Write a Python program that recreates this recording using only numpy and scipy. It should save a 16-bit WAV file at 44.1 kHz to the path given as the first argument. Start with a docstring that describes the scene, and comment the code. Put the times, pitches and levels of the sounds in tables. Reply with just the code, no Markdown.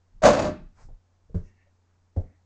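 """First comes a bang: a small ball hits a mini hoop's backboard, the closet door behind it slams in its
frame and rattles, and the loose rim buzzes. The ball brushes through the net, then bounces and footsteps
thud softly on the floor of a small room. A faint hum lies under it all, and the microphone overloads
a little on the bang."""
import sys
import numpy as np
from scipy import signal
from scipy.fft import rfft, irfft
from scipy.io import wavfile

SR = 44100
rng = np.random.default_rng(int(sys.argv[2]) if len(sys.argv) > 2 else 0)


def transcribe(signal):
    """Save signal, clipped to [-1, 1], as a 16-bit WAV file at the path in sys.argv[1]."""
    frames = np.atleast_2d(signal).T
    limited = np.clip(frames, -1, 1)
    pcm = np.round(limited * 32767).astype(np.int16)
    wavfile.write(sys.argv[1], SR, pcm)


N = 108045
HIT_RISE_S = .0007  # how fast a ball or foot contact builds


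def undb(db):
    """Turn decibels into a gain."""
    return 10 ** (np.asarray(db) / 20)


def unit(x):
    """Scale a sound to an average (rms) level of 1."""
    return x / np.sqrt(np.mean(x ** 2))


def on_log(hz, points):
    """Read between (Hz, value) points, giving each octave equal space."""
    pitches, values = np.array(points, float).T
    return np.interp(np.log(np.maximum(hz, 1)), np.log(pitches), values)


def colour(x, points):
    """Give a sound the tone of a (Hz, dB) curve; only the curve's shape counts."""
    gain = unit(undb(on_log(np.arange(N + 1) * SR / (2 * N), points)))
    cepstrum = irfft(np.log(gain))
    cepstrum[1:N] *= 2  # folded so that nothing sounds before its hit
    cepstrum[N + 1:] = 0
    return irfft(rfft(x, 2 * N) * np.exp(rfft(cepstrum)))[:N]


def band(x, centre_hz, half_width_hz):
    """A resonance: keep only the sound near one pitch."""
    edges = [centre_hz - half_width_hz, centre_hz + half_width_hz]
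    return signal.sosfilt(signal.butter(2, edges, "bandpass", fs=SR, output="sos"), x)


def since(start):
    """Seconds since a moment, zero before it."""
    return np.maximum(np.arange(N) / SR - start, 0)


def fade(t, t60):
    """Die away by 60 dB in t60 seconds, the fade time."""
    return np.exp(-np.log(1000) * t / t60)


def swell(middle, half):
    """A smooth rise and fall, about a third as strong half seconds from its middle."""
    return np.exp(-((since(0) - middle) / half) ** 2)


def uneven(depth):
    """A gain that jumps about from one millisecond to the next."""
    steps = np.arange(0, N, SR // 1000)
    return np.exp(depth * np.interp(np.arange(N), steps, rng.standard_normal(len(steps))))


def burst(start, rise_s, t60, chatter=0):
    """A spray of tiny contacts that builds and dies, with energy 1; chatter roughens it."""
    t = since(start)
    spray = rng.standard_normal(N) * uneven(chatter) * (1 - np.exp(-t / rise_s)) * fade(t, t60)
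    return spray / np.sqrt(np.sum(spray ** 2))


# The tone of the room's air. Each row: pitch in Hz, level in dB.
AIR_TONE = [(25, 1.5), (60, -7.5), (130, -11.5), (200, -10), (320, -15), (600, -17), (900, -17.5),
            (1800, -25.5), (3000, -31), (6800, -29), (8000, -36)]

def background(air_db=-70.5, hum_db=-66.5, hum_hz=90):
    """Quiet room air and a steady low hum."""
    air = unit(colour(rng.standard_normal(N), AIR_TONE))
    hum = np.sqrt(2) * np.sin(2 * np.pi * hum_hz * since(0))
    return undb(air_db) * air + undb(hum_db) * hum


# How long the room echoes. Each row: pitch in Hz, fade time in seconds.
ROOM_FADES = [(150, .42), (500, .27), (1200, .36), (2700, .39), (6000, .28)]

def room(x, build_s=.008):
    """The echo of a small room; the bass lingers longest."""
    t, hz = since(0), np.arange(N // 2 + 1) * SR / N
    noise, tail = rfft(rng.standard_normal(N)), 0
    for k, (_, t60) in enumerate(ROOM_FADES):
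        share = on_log(hz, [(f, j == k) for j, (f, _) in enumerate(ROOM_FADES)])
        tail = tail + irfft(noise * share, N) * fade(t, t60)
    walls = signal.butter(2, (70, 5000), "bandpass", fs=SR, output="sos")  # the range they reflect
    tail = signal.sosfilt(walls, tail * (1 - np.exp(-t / build_s)))
    return signal.fftconvolve(x, tail / np.sqrt(np.sum(tail ** 2)))[:N]


# Faint scrapes. Each row: middle in seconds, half-length in seconds, level in dB.
SCUFFS = [(1.486, 0.042, -71.5), (1.616, 0.069, -72)]
# Their resonances. Each row: pitch in Hz, relative level in dB.
SCUFF_RINGS = [(1880, -0.5), (2200, -5), (2670, -7.5)]

def scuffs():
    """Two short grainy scrapes after the first bounce."""
    grains = rng.standard_normal(N) * uneven(.41)
    scrape = unit(sum(undb(db) * band(grains, hz, half_width_hz=96) for hz, db in SCUFF_RINGS))
    return scrape * sum(undb(db) * swell(middle, half) for middle, half, db in SCUFFS)


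# Light brushes. Each row: middle and half-length in seconds, level in dB, pitch in Hz, width in octaves.
RUSTLES = [(0.812, 0.043, -61, 833, 0.89), (0.821, 0.053, -69, 5770, 0.46),
           (1.463, 0.0437, -76, 5900, 0.23), (1.677, 0.015, -69.5, 597, 0.18),
           (1.92, 0.084, -81.5, 1311, 0.57), (2.302, 0.086, -77.5, 1940, 0.2)]

def rustles():
    """Net, clothes and feet brush with a faint hiss."""
    out, hz = 0, np.arange(1, N // 2 + 2) * SR / N
    for middle, half, db, centre_hz, octaves in RUSTLES:
        tone = np.exp(-.5 * (np.log2(hz / centre_hz) / octaves) ** 2)
        hiss = unit(irfft(rfft(rng.standard_normal(N)) * tone, N))
        out = out + undb(db) * swell(middle, half) * hiss
    return out


# Shifts of weight. Each row: middle in seconds, half-length in seconds, level in dB.
WEIGHT_SHIFTS = [(0.18, 0.047, -45), (0.601, 0.1, -44.5), (0.873, 0.068, -39), (1.315, 0.015, -56),
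                 (1.39, 0.073, -37), (2.221, 0.038, -37)]
# The rumble's tone. Each row: pitch in Hz, level in dB.
RUMBLE_TONE = [(15, -16.5), (27, 6.5), (45, -12.5), (65, -11.5), (130, -21), (300, -38.5), (1000, -79)]

def floor_rumble():
    """The floor rumbles deeply as weight shifts on it."""
    rumble = unit(colour(rng.standard_normal(N), RUMBLE_TONE))
    return rumble * sum(undb(db) * swell(middle, half) for middle, half, db in WEIGHT_SHIFTS)


# The notes of backboard and door. Each row: pitch in Hz, relative level in dB, fade time in seconds.
PANEL_NOTES = [(200, -23, .22), (260, -25, .18), (345, -25, .18), (510, -10, .17), (560, -7, .16),
               (587, -1.5, .19), (657, -8, .14), (711, -15, .16), (854, -16, .14), (955, -18, .14),
               (1100, -17, .13), (1510, -21, .12)]
# The loudest note shifts as the door presses on its frame and comes free.
# Each row: time in seconds, pitch in Hz.
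PANEL_PITCH = [(.24, 630), (.243, 587), (.42, 587), (.44, 608)]

def panel_ring(blows, rise_s, gain_db=-3.5):
    """Backboard and door ring after each (seconds, dB) blow, sped up to that moment's pitch."""
    out, t = 0, since(0)
    loudest_hz = max(PANEL_NOTES, key=lambda note: note[1])[0]
    ring = sum(undb(db) * np.sin(2 * np.pi * hz * t) * fade(t, t60) for hz, db, t60 in PANEL_NOTES)
    ring *= 1 - np.exp(-t / rise_s)
    for start, db in blows:
        speed = np.interp(start, *np.transpose(PANEL_PITCH)) / loudest_hz
        out = out + undb(gain_db + db) * np.interp((t - start) * speed, t, ring, left=0)
    return out


# Bounces and footsteps. Each row: start in seconds, boom in dB, thump in dB, thump pitch in Hz,
# slap in dB, slap's treble limit in Hz, tick in dB, door ring in dB. Levels are relative.
THUDS = [(0.885, -53.5, -56.5, 198, -18, 850, -48, -77), (1.2954, -55, -54.5, 147, -19, 500, -51, -71.5),
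         (1.3449, -21.5, -21.5, 172.8, 3, 460, -28, -40), (2.1631, -20, -37, 213, 6, 678, -32, -43)]
# The tones of the dull slap and the brighter tick. Each row: pitch in Hz, level in dB.
SLAP_TONE = [(100, 5), (300, -3.5), (560, 1.5), (680, -4), (840, -4.5), (1000, -9.5)]
TICK_TONE = [(300, -8), (1000, 11.5), (1700, 6.5), (2500, -4.5), (4000, -5), (6800, -4), (8000, -9.5)]

def thuds(boom_hz=89.45, boom_peak_s=.02, echo_db=-17):
    """A soft contact slaps and thumps, the floor's boom swells behind it, and the door rings faintly."""
    low, slaps, ticks = 0, 0, 0
    for start, boom_db, thump_db, thump_hz, slap_db, limit_hz, tick_db, _ in THUDS:
        t = since(start)
        age = t / boom_peak_s
        boom = (age * np.exp(1 - age)) ** 3.95  # a rounded pulse
        boom += undb(-6) * np.minimum(age, 1) * fade(t, .28)  # and its tail
        thump = (1 - np.exp(-t / HIT_RISE_S)) * fade(t, .156)
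        low = low + undb(boom_db) * boom * np.sin(2 * np.pi * boom_hz * t)
        low = low + undb(thump_db) * thump * np.sin(2 * np.pi * thump_hz * t)
        soften = signal.butter(6, limit_hz, fs=SR, output="sos")
        slaps = slaps + undb(slap_db) * signal.sosfilt(soften, burst(start, HIT_RISE_S, t60=.15))
        ticks = ticks + undb(tick_db) * burst(start, HIT_RISE_S, t60=.31)
    ring = panel_ring([(start, db) for start, *_, db in THUDS], HIT_RISE_S)
    contact = colour(slaps, SLAP_TONE) + colour(ticks, TICK_TONE) + ring
    return low + contact + undb(echo_db) * room(contact)


# The metal rim's buzzing tone and its two resonances. Each row: pitch in Hz, level in dB.
BUZZ_TONE = [(400, -7), (1000, 10), (1600, 2.5), (2600, -6), (3400, -9), (4600, -2.5), (5500, -11.5),
             (7000, -8.5), (7500, -17.5)]
RIM_MODES = [(2550, 5), (4600, 2.9)]

def rim_buzz(start_s=.236, stop_s=.462, gain_db=-36, sag_db_per_s=-18):
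    """The loose metal rim chatters while the door shakes, then comes to rest."""
    t = since(start_s)
    shake = (1 - np.exp(-t / .005)) * undb(gain_db + sag_db_per_s * t) * fade(since(stop_s), .17)
    grains = unit(rng.standard_normal(N) * np.exp(.5 * rng.standard_normal(N))) * shake
    ring = sum(undb(db) * band(grains, hz, half_width_hz=83) for hz, db in RIM_MODES)
    return colour(grains, BUZZ_TONE) + ring


def ball_smack():
    """The ball slaps the plastic face of the board."""
    hit = burst(start=.235, rise_s=HIT_RISE_S, t60=.25)
    return undb(14.5) * band(hit, centre_hz=1400, half_width_hz=420)


# The ball hits the board, then the door hits its frame.
# Each row: start in seconds, then the relative levels of ring, clack and low shudder in dB.
KNOCKS = [(.2192, -20, -23, -22), (.2302, -19, -15, -15), (.235, -9.5, -8, -8), (.2451, -23, -11.5, -11),
          (.2519, -1, -2, -6), (.2695, -6, -8, -6), (.2841, -12, -9.5, -9), (.3014, -12, -14, -13),
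          (.3281, -12, -14, -14), (.347, -32, -17, -18), (.369, -18, -21, -13), (.3889, -17, -15, -13),
          (.4195, -26, -21, -9), (.4425, -18, -23, -12), (.4576, -16.5, -27, -15), (.4742, -22, -30, -14)]
# The tones of the clack and the shudder. Each row: pitch in Hz, level in dB.
CLACK_TONE = [(150, -16), (400, 3.5), (620, 14), (900, 5.5), (1400, 0.5), (2000, -5.5), (3100, -11.5),
              (4500, -9.5), (5600, -11), (7000, -8.5), (7400, -18)]
SHUDDER_TONE = [(20, -8.5), (45, 2), (70, -3.5), (130, -3), (210, 2.5), (330, -1), (600, -17.5),
                (2000, -59)]

def door_bang(clack_gain_db=17.5, shudder_gain_db=12.5, rattle_echo_db=-12.5, ring_echo_db=-23):
    """Each knock rings the panel, clacks against the frame and shakes the whole door."""
    ring = panel_ring([row[:2] for row in KNOCKS], rise_s=.0021)
    clack, shudder = 0, 0
    for start, _, clack_db, shudder_db in KNOCKS:
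        clack = clack + undb(clack_gain_db + clack_db) * burst(start, .002, t60=.13, chatter=.35)
        shudder = shudder + undb(shudder_gain_db + shudder_db) * burst(start, .002, t60=.24)
    rattle = colour(clack, CLACK_TONE) + colour(shudder, SHUDDER_TONE) + rim_buzz() + ball_smack()
    return ring + rattle + room(undb(rattle_echo_db) * rattle + undb(ring_echo_db) * ring)


def scene():
    """All the sounds meet at one microphone."""
    return (door_bang() + thuds() + floor_rumble() + rustles() + scuffs() + background())[None]


def record(dry, treble_hz=8150, overload=.68, crackle_top_hz=15800):
    """The microphone passes little treble; the loudest peaks then clip and crackle above its range."""
    heard = signal.sosfilt(signal.ellip(10, .2, 70, treble_hz, fs=SR, output="sos"), dry)
    clipped = np.clip(heard, -overload, overload)
    return signal.sosfilt(signal.butter(20, crackle_top_hz, fs=SR, output="sos"), clipped)


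dry = scene()
out = record(dry)
transcribe(out)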